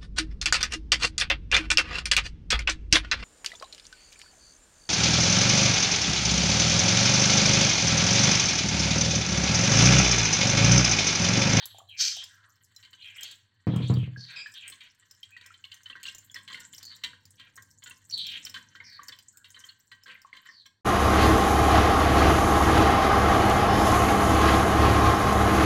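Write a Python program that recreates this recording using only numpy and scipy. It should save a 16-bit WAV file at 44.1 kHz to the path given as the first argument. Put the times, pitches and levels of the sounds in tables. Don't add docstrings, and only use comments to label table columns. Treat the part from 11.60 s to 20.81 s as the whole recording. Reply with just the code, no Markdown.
import sys
import numpy as np
from scipy import signal
from scipy.fft import rfft, irfft
from scipy.io import wavfile
from scipy.ndimage import uniform_filter1d

SR = 44100
rng = np.random.default_rng(int(sys.argv[2]) if len(sys.argv) > 2 else 0)


def master(y):
    cut = np.clip(np.atleast_2d(y).T, -1, 1)
    pcm = np.round(cut * 32767)
    wavfile.write(sys.argv[1], SR, pcm.astype(np.int16))


N = 406161
T = np.arange(N) / SR

# t/s, splash level/dB, hollow body against the splash/dB
DROPS = [(1.227, -52.5, -8.5), (1.247, -52.5, -11.5), (1.33, -51.5, -7.5), (1.42, -55, -25),
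         (2.861, -54, -2.5), (3.12, -47.5, -9), (3.206, -49.5, -8), (3.629, -52.5, -25),
         (3.765, -54.5, -2.5), (3.81, -53, -7), (3.855, -61.5, 6.5), (3.939, -54.5, -10.5),
         (4.039, -48.5, -13.5), (4.115, -44.5, -37), (4.256, -53.5, -2), (4.299, -50.5, 2),
         (4.353, -59, 11.5), (4.43, -45, -12.5), (4.454, -40, -8.5), (4.467, -48.5, -6), (4.483, -45, -8),
         (4.744, -53.5, 1), (4.759, -45.5, -1), (4.876, -44.5, -7), (4.9, -47.5, 2.5), (4.926, -43.5, -8),
         (4.944, -45, -4), (4.972, -51.5, 3.5), (5.003, -54, -0.5), (5.131, -50.5, -12), (5.436, -30, -11),
         (5.532, -59.5, 1), (5.796, -50.5, -3.5), (5.974, -64.5, 17), (6.221, -53, -5), (6.257, -49.5, 0.5),
         (6.269, -55, 3.0), (6.308, -56, 2.5), (6.509, -57, -24), (6.862, -43, -8.5), (6.941, -39, -4.5),
         (6.963, -54, 9.5), (7.152, -54, 4.5), (7.203, -61, 12.5), (7.393, -68.5, 16.5),
         (7.411, -64.5, 11.5), (7.484, -53, 5), (7.521, -48, -6.5), (7.587, -55.5, -14.5),
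         (7.843, -50.5, -8.5), (7.856, -58, -13.0), (7.942, -56, -7), (7.964, -60.5, 9), (8.039, -66, 11.5),
         (8.091, -51.5, -16.0), (8.315, -50.5, 2), (8.46, -54.5, 3.5), (8.478, -53.5, 8.5),
         (8.511, -54, -1), (8.729, -54.5, 5), (8.765, -51, -6), (8.888, -67.5, 14.5), (9.055, -53, -4.5)]
# t/s, patter level/dB, fizz level/dB
DRAINING = [(0, -34, -66.5), (0.33, -90, -77.5), (0.51, -54.5, -69), (0.97, -58.5, -66.5),
            (1.25, -54.5, -72), (1.61, -69, -58), (1.9, -59, -83.5), (2.13, -63.5, -87), (2.28, -63, -52.5),
            (2.48, -53.5, -83.5), (2.94, -55, -59.5), (3.41, -58.5, -69), (3.87, -59, -66.5),
            (4.48, -50, -63.5), (4.67, -60, -70), (4.9, -55, -56), (5.3, -48.5, -68.5),
            (5.64, -60.5, -74.5), (6.15, -71.5, -67), (6.45, -62, -60.5), (6.74, -56, -58.5),
            (7.07, -50.5, -62.5), (7.45, -58, -71), (7.75, -68, -65.5), (8.07, -44, -59),
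            (8.27, -68.5, -74.5), (8.89, -47, -70.5), (9.2, -90, -95.5)]
# f/Hz, level/dB
SPLAT_SPECTRUM = [(300, -7), (750, -17), (1050, -0.5), (1700, 9), (2400, -2), (3100, 1), (4300, 2.5),
                  (5200, -14), (8000, -9), (10000, -26)]
# f/Hz, level/dB
FOAM_SPECTRUM = [(3500, -18), (5500, -8.5), (7800, -3.5), (9500, -18.5), (11500, -22), (13000, -8.5),
                 (16000, -7.5)]


def amp(db):
    return 10 ** (np.asarray(db) / 20)


def unit(x):
    return x / (np.std(x) + 1e-12)


def crest(x):
    return x / (np.abs(x).max() + 1e-12)


def add(out, s, x):
    i = max(int(s * SR), 0)
    out[i:i + len(x)] += x[:N - i]


def curve(rows, column=1):
    rows = np.array(rows)
    return amp(np.interp(T, rows[:, 0], rows[:, column]))


def colour(x, points):
    hz, db = np.transpose(points)
    f = np.maximum(np.fft.rfftfreq(len(x), 1 / SR), 1)
    return irfft(rfft(x) * amp(np.interp(np.log(f), np.log(hz), db)), len(x))


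def resonate(x, hz, width_hz):
    return signal.lfilter(*signal.iirpeak(hz, hz / width_hz, SR), x)


def fade(t, t60):
    return np.exp(-np.log(1000) * t / t60)


def wobble(t, samples):
    return unit(uniform_filter1d(rng.standard_normal(len(t)), samples))


def specks(per_s, spread_db, size=N):
    strength = amp(spread_db * np.minimum(rng.exponential(size=size), 4))
    return (rng.random(size) < per_s / SR) * strength * rng.choice([-1, 1], size)


def spurts(depth_db):
    return amp(depth_db * unit(uniform_filter1d(wobble(T, 900), 500)))


def bubble(hz, t60, glide, attack_s):
    t = T[:4096]
    pitch = hz * (1 + glide * np.minimum(t / t60, 1))
    tone = np.sin(2 * np.pi * np.cumsum(pitch) / SR)
    return crest(tone * fade(t, t60) * (1 - np.exp(-t / attack_s)))


def tiny_bubbles(times, hz, gains, cycles):
    turns = np.outer(hz, T[:400])
    age = turns / cycles
    waves = gains[:, None] * age * np.exp(-age) * np.sin(2 * np.pi * turns)
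    place = (times * SR).astype(int)[:, None] + np.arange(turns.shape[1])
    return np.bincount(place.ravel(), waves.ravel(), N)[:N]


def bowl(x, stretch=1):
    # f/Hz, width/Hz, level/dB
    modes = [(504, 25, 4), (1016, 32, 8.5), (1561, 20, 5.5), (1731, 35, -2), (1895, 29, 3.5), (2093, 30, 2),
             (2450, 77, -7.5), (2855, 52, -4), (3035, 52, 1.5), (3280, 61, -2.5), (3940, 120, -5),
             (4550, 140, -8)]
    return sum(amp(db) * resonate(x, hz * stretch, width) for hz, width, db in modes)


def room_hum(hz=99, width_hz=22):
    # t/s, level/dB
    levels = [(0, -65), (1, -69), (1.95, -69), (2.95, -73), (6.6, -63.5), (9.2, -78.5)]
    band = resonate(rng.standard_normal(N), hz, width_hz)
    return unit(resonate(band, hz, width_hz)) * curve(levels)


def still_air():
    # f/Hz, level/dB
    spectrum = [(25, -3.5), (97, -0.5), (200, 3.5), (700, -14.5), (1000, -5), (1300, -18.5), (1700, 1),
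                (2500, -41.5), (4400, 0.5), (5200, -32.5), (8000, -25), (10000, -36), (16000, -38.5)]
    return unit(colour(rng.standard_normal(N), spectrum))


def squelches(rise_share=0.28, skirt_db=-25, droop_db=-3, widening=0.22, surge_db=2.5):
    # t/s, length/s, starting f/Hz, sink/(octaves per s), width/Hz, level/dB
    events = [(0, 0.031, 3700, 0.5, 403, -43), (0.028, .16, 3920, 1.35, 454, -55.5),
              (0.272, 0.055, 4080, 1, 119, -59), (0.281, 0.12, 3410, 6, 230, -49.5),
              (0.538, 0.097, 3430, 0.8, 372, -42), (0.657, 0.24, 1813, 2.24, 237, -62.5),
              (1.368, 0.28, 3333, 2.5, 480, -50.5), (1.57, 0.09, 3100, 0.5, 302, -46),
              (1.616, .11, 3583, 1, 805, -46.5), (2.077, 0.17, 3684, 3, 418, -50),
              (2.205, 0.093, 3420, -1.5, 450, -48), (2.34, 0.12, 3494, 4, 387, -50.5),
              (2.566, 0.23, 5070, 2.4, 500, -48), (2.677, 0.12, 2402, 4, 656, -50),
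              (2.935, 0.15, 3680, 4, 490, -45.5), (3.199, 0.072, 2857, 0.5, 703, -53),
              (3.78, .15, 2185, 0, 460, -60), (5.213, 0.13, 5034, 2.4, 340, -48.5),
              (5.768, 0.12, 3350, 5, 744, -56), (6.518, 0.038, 4470, 2.5, 260, -33),
              (6.566, 0.061, 3760, -0.4, 405, -35), (6.631, .14, 3717, 2.5, 590, -37.5),
              (7.215, 0.25, 2123, 1, 231, -58.5), (7.234, 0.13, 5390, 2.5, 380, -51),
              (7.725, 0.12, 1464, -0.5, 134, -67), (8.483, 0.069, 2580, 4.5, 600, -49),
              (8.87, 0.15, 5530, 3, 342, -57)]
    # f/Hz, level/dB
    spectrum = [(1000, -7.5), (1600, 2), (2400, -2), (3200, -2), (4400, 3), (5100, -6), (6000, 6)]
    out, t = np.zeros(N), T[:20480]
    for s, length, first_hz, sink, width, db in events:
        impacts = specks(per_s=1500, spread_db=2, size=len(t))
        pops = np.fft.fft(impacts * np.exp(2j * np.pi * rng.random(len(t))))
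        offset = np.fft.fftfreq(len(t), 1 / SR) / width
        narrow = np.fft.ifft(pops * (np.exp(-offset ** 2 / 2) + amp(skirt_db) * np.exp(-offset ** 2 / 20)))
        wide = np.fft.ifft(pops * np.exp(-offset ** 2 / 8))
        progress = np.minimum(t / length, 1)
        band = narrow + widening * progress * (wide - narrow)
        hz = first_hz * 2 ** (-sink * length * progress)
        hiss = (band * np.exp(2j * np.pi * np.cumsum(hz) / SR)).real
        surge = amp(surge_db * wobble(t, 350))
        swell = np.sin(np.pi / 2 * np.minimum(progress / rise_share, 1)) * amp(droop_db * progress)
        release = fade(np.maximum(t - length, 0), t60=0.092)
        add(out, s, amp(db) * unit(hiss * surge) * swell * release)
    return colour(out, spectrum)


def patter(ring_db=9):
    impacts = specks(per_s=1300, spread_db=3.5) * spurts(depth_db=5.5)
    pops = colour(resonate(impacts, 2600, 4700), SPLAT_SPECTRUM)
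    return unit(pops + amp(ring_db) * bowl(pops)) * curve(DRAINING, column=1)


def fizz(films, flurry_s=0.08):
    when, pitch, size = rng.random((3, 3000))
    pops = tiny_bubbles(when * N / SR, 5000 * 3.1 ** pitch, (size + .03) ** -.6, cycles=1.8)
    bed = unit(colour(pops * spurts(depth_db=7.5), FOAM_SPECTRUM)) * curve(DRAINING, column=2)
    s, film_db, _ = np.repeat(films, 20, axis=0).T
    late, pitch = rng.random((len(s), 2)).T
    hz = 5000 + 10500 * pitch
    flurries = tiny_bubbles(s + flurry_s * late ** 2, hz, amp(film_db - 12 * late), cycles=1.6)
    return amp(-9) * bed + amp(-10) * colour(flurries, FOAM_SPECTRUM)


def gulps():
    # t/s, level/dB, f/Hz
    pockets = [(0.024, -44, 900), (.146, -42.5, 750), (.185, -41.5, 770), (.203, -45, 1124),
               (.216, -45, 730), (.569, -44, 723)]
    out = np.zeros(N)
    for s, db, hz in pockets:
        add(out, s, amp(db) * bubble(hz, t60=0.012, glide=0.044, attack_s=0.0038))
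    return out


def bursting_films(tears, max_lead_s=0.0104, spread_db=24, spread_octaves=0.33):
    # t/s, level/dB, f/Hz
    loudest = [(.0555, -30.5, 11300), (2.939, -46, 5960), (6.297, -45.5, 8600), (0.184, -46.5, 7200),
               (0.566, -40, 5430), (0.639, -38.5, 5170), (1.163, -43.5, 5200), (1.609, -40.5, 7730),
               (1.6318, -32.5, 6560), (1.713, -44, 7560), (2.161, -44, 7440), (2.339, -43, 4600),
               (3.0794, -37, 8350), (3.0989, -40, 8050), (3.511, -44.5, 5150), (3.63, -49, 5250),
               (3.862, -48, 5610), (4.1423, -44, 6430), (4.233, -48.5, 6350), (4.431, -39.5, 7830),
               (4.5481, -41.5, 6230), (4.583, -40.5, 7170), (4.715, -47.5, 7000), (4.744, -36, 5200),
               (5.182, -40.5, 5640), (5.229, -40, 4400), (5.252, -43, 6300), (5.4366, -41.5, 5660),
               (5.654, -48.5, 4830), (5.7062, -52, 7930), (5.9566, -49, 8200), (5.965, -45.5, 6400),
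               (6.023, -46, 6160), (6.2372, -44, 6800), (6.509, -43, 5700), (6.578, -40, 8200),
               (6.6667, -39.5, 5370), (6.8505, -30, 5280), (6.8964, -37, 5230), (7.433, -44, 6450),
               (7.483, -36, 5540), (7.588, -43.5, 4860), (7.772, -44.5, 7380), (7.904, -48.5, 6450),
               (8.067, -50, 6700), (8.435, -47, 5310), (8.617, -47, 4920), (9.063, -48.5, 5700)]
    s, db, _ = np.transpose(DROPS)
    which, early, size, pitch = rng.random((tears, 4)).T
    drop = ((np.arange(tears) + which) / tears * len(s)).astype(int)
    tear_s = s[drop] - max_lead_s * early
    tear_db = db[drop] - 22 + spread_db * (2 * size - 1)
    tear_hz = 6330 * 2 ** (spread_octaves * (2 * pitch - 1))
    return np.vstack([loudest, np.column_stack([tear_s, tear_db, tear_hz])])


def ticks(films):
    out, t = np.zeros(N), T[:2048]
    for s, db, hz in films:
        burst = rng.standard_normal(len(t)) * fade(t, t60=0.012)
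        snap = colour(np.roll(burst, 32), FOAM_SPECTRUM)
        ring = resonate(burst, hz, width_hz=0.057 * hz)
        add(out, s, amp(db) * crest(crest(ring) + crest(snap)))
    return out


def spray_rush(start_s=0.362, peak_s=0.4066, sag_s=0.075):
    # f/Hz, level/dB
    spectrum = [(410, -92), (700, -60), (875, -26), (1140, -23), (1310, -11), (3110, 2), (3460, 0),
                (4320, 11), (5990, 9.5), (8310, -9), (9350, -26.5), (15000, -18), (16000, -51.5)]
    rise_db_per_s, sag_db_per_s, fall_db_per_s = 535, 92.5, 195
    spray = unit(colour(specks(per_s=5500, spread_db=5), spectrum))
    age = T - peak_s
    down_db = (rise_db_per_s * np.maximum(-age, 0) + sag_db_per_s * np.clip(age, 0, sag_s)
               + fall_db_per_s * np.maximum(age - sag_s, 0))
    return spray * amp(-down_db) * np.clip((T - start_s) / 0.038, 0, 1)


def plips(scatter=0.38):
    # t/s, level/dB, f/Hz
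    trapped = [(1.164, -53.5, 4010), (1.423, -53, 4080), (2.561, -45.5, 1637), (2.86, -40.0, 1701),
               (3.631, -45, 3180), (3.765, -48.5, 1910), (3.905, -55.5, 1360), (4.041, -42.5, 2896),
               (4.116, -49.0, 2880), (4.258, -47, 3000), (4.299, -43, 3106), (4.329, -49.5, 2720),
               (4.354, -45.5, 1550), (4.454, -41, 2850), (4.482, -39.5, 2800), (4.698, -51, 3310),
               (4.744, -51, 2050), (4.758, -44, 1900), (4.877, -53, 3300), (4.944, -41, 2086),
               (5.533, -51, 1565), (5.976, -53.5, 1840), (6.308, -51.5, 2710), (6.51, -55, 4240),
               (6.861, -52, 3040), (6.963, -42.0, 1567), (7.151, -50.5, 1510), (7.202, -45, 2120),
               (7.392, -47.5, 1143), (7.484, -49.5, 4516), (7.522, -50, 3430), (7.945, -53.0, 3020),
               (7.964, -51, 3900), (8.039, -51, 3130), (8.089, -50.5, 4280), (8.459, -52.5, 1600),
               (8.553, -50, 2070), (8.648, -50.5, 1068), (8.729, -45, 2083), (8.888, -51, 1790)]
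    out = np.zeros(N)
    for s, db, hz in trapped:
        life, rise = np.exp(scatter * rng.standard_normal(2))
        add(out, s, amp(db) * bubble(hz, t60=0.026 * life, glide=0.049 * rise, attack_s=0.002))
    return out


def drops(grain_db=3.5, spatter_db=-22, ring_db=13, pat_db=-25, attack_s=0.0023, pad_s=0.016):
    out, t = np.zeros(N), np.maximum(T[:12288] - pad_s, 0)
    for s, db, body_db in DROPS:
        rough_noise = rng.standard_normal(len(t)) * amp(grain_db * wobble(t, 110))
        decay = fade(t, t60=0.068) + amp(spatter_db) * fade(t, t60=0.38)
        spray = rough_noise * decay * (1 - np.exp(-t / attack_s))
        stretch = 1 + 0.027 * rng.standard_normal()
        splat = colour(spray + amp(ring_db) * bowl(spray, stretch), SPLAT_SPECTRUM)
        body = colour(splat, [(2000, 0), (2700, -20)])
        pat = resonate(resonate(spray, 230, 405), 230, 405)
        hollow = unit(body) + amp(pat_db) * unit(pat)
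        add(out, s - pad_s, amp(db) * (unit(splat - body) + amp(body_db) * hollow))
    return out


def mesh_crackle(linger_s=0.0087):
    s, drop_db, _ = np.repeat(DROPS, 40, axis=0).T
    late, pitch, size = rng.random((len(s), 3)).T
    times = s - linger_s * np.log(late + .01)
    pops = tiny_bubbles(times, 5000 + 11000 * pitch, amp(drop_db + 16 * size ** 3), cycles=1.5)
    return colour(pops, FOAM_SPECTRUM)


def struck(modes, t, contact_ms):
    return sum(amp(db) * np.sin(2 * np.pi * hz * t) * fade(t, t60) / (1 + (hz * contact_ms / 1000) ** 2)
               for hz, db, t60 in modes)


def jug_set_down(thud_db=-13, rattle_db=-20):
    # t/s, table level/dB, jug level/dB, contact/ms
    blows = [(2.069, -23, -14.5, 3.1), (2.0787, -24.1, -33, 0.5), (2.1366, -29, -23, 2.6),
             (2.1619, -19, -21, 4), (2.201, -45, -25, 4), (2.2336, -23.5, -36, 2.2),
             (2.2993, -14, -17.5, 2.7), (2.337, -20.5, -36.5, 1.6), (2.3717, -18.5, -34.5, 2.4),
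             (2.4315, -21.5, -62, 3.5), (2.477, -29.7, -43.5, 2.1), (2.5737, -42.5, -49.5, 1.4)]
    # f/Hz, level/dB, t60/s
    table_modes = [(107.1, -12.4, 0.37), (123.4, 1, 0.35)]
    # f/Hz, level/dB, t60/s
    jug_modes = [(162.9, -9.5, 0.57), (194, -7.5, 0.27), (261.4, -7, 0.16), (305, -12, 0.37),
                 (451.6, -13.5, .18), (518, -22, 0.31), (704, -13.5, 0.195)]
    # f/Hz, level/dB
    thud_spectrum = [(40, -33), (70, -23.5), (100, -11), (180, 3.5), (300, -7), (400, -22.5), (500, -12),
                     (850, -19.5), (2500, -30.5), (4500, -40), (9000, -65.5)]
    out, t = np.zeros(N), T[:SR]
    for s, table_db, jug_db, contact_ms in blows:
        thud = unit(colour(rng.standard_normal(len(t)), thud_spectrum))
        thud *= fade(t, t60=0.28) * np.minimum(t / .002, 1)
        impacts = specks(per_s=660, spread_db=5, size=len(t))
        chatter = resonate(resonate(impacts, 1000, 1300), 1000, 1900)
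        rattle = crest(chatter * fade(t, t60=0.081))
        jug = struck(jug_modes, t, contact_ms) + amp(thud_db) * thud + amp(rattle_db) * rattle
        add(out, s, -amp(table_db) * struck(table_modes, t, contact_ms) - amp(jug_db) * jug)
    return signal.sosfilt(signal.butter(4, 80, "high", fs=SR, output="sos"), out)


def squeaks(waver=0.028):
    # t/s, length/s, f/Hz, level/dB, overtones against the fundamental/dB
    slips = [(2.76, 0.067, 2495, -36, -4), (3.718, 0.049, 2520, -51, -46)]
    out, t = np.zeros(N), T[:8192]
    for s, length, hz, db, overtone_db in slips:
        phase = 2 * np.pi * np.cumsum(hz * (1 + waver * wobble(t, 120))) / SR
        overtones = np.sin(2 * phase) + amp(-16.5) * np.sin(3 * phase)
        gate = np.clip(t / 0.00086, 0, 1) * np.clip((length - t) / 0.004, 0, 1)
        add(out, s, amp(db) * (np.sin(phase) + amp(overtone_db) * overtones) * gate)
    return out


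def handling(start_s=2):
    # t/s, level/dB
    levels = [(2.9, -75.5), (3.55, -109.5), (4.95, -65.5), (6.44, -75), (6.58, -60), (8.43, -90),
              (8.48, -84), (9.2, -105)]
    # f/Hz, level/dB
    spectrum = [(35, -12), (60, -4.5), (97, -20.5), (130, 5.5), (307, -1), (412, -31.5), (488, -4.5),
                (786, -43.5), (900, -3.5), (1170, -36.5), (1980, -120)]
    return unit(colour(rng.standard_normal(N), spectrum)) * curve(levels) * np.clip(T - start_s, 0, 1)


def kitchen(x, near_db, far_db, far_t60=0.32):
    t = T[:SR * 3 // 4]
    near, far = rng.standard_normal((2, len(t)))
    near = near * fade(t, t60=0.049) * (t > .001)
    far = colour(far, [(100, 5), (4500, -14), (8000, -7), (15000, -17.5)]) * fade(t, far_t60) * (t > .006)
    echo = amp(near_db) * near / np.linalg.norm(near) + amp(far_db) * far / np.linalg.norm(far)
    return x + signal.fftconvolve(x, echo)[:N]


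def scene():
    films, squelch = bursting_films(tears=6), squelches()
    liquid = amp(-10) * drops() + amp(12) * plips() + gulps() + amp(-9) * patter()
    liquid = kitchen(liquid, near_db=-7.5, far_db=-9.5)
    foam = ticks(films) + fizz(films) + amp(-18) * mesh_crackle()
    foam = kitchen(foam, near_db=-1.5, far_db=-7)
    hisses = amp(-3) * (squelch + amp(-7) * bowl(squelch)) + amp(-26.5) * spray_rush()
    hisses = kitchen(hisses, near_db=2.5, far_db=-3.5, far_t60=0.42)
    knocks = kitchen(jug_set_down(), near_db=-9.5, far_db=-25.5)
    squeals = kitchen(squeaks(), near_db=-6.5, far_db=-0.5)
    background = amp(-2) * room_hum() + amp(-3) * handling() + amp(-78) * still_air()
    return (amp(-3.5) * liquid + amp(6) * foam + hisses + knocks + amp(-4) * squeals + background)[None]


def record(dry):
    return signal.sosfilt(signal.ellip(10, .2, 80, 16200, fs=SR, output="sos"), dry)


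dry = scene()
out = record(dry)
master(out)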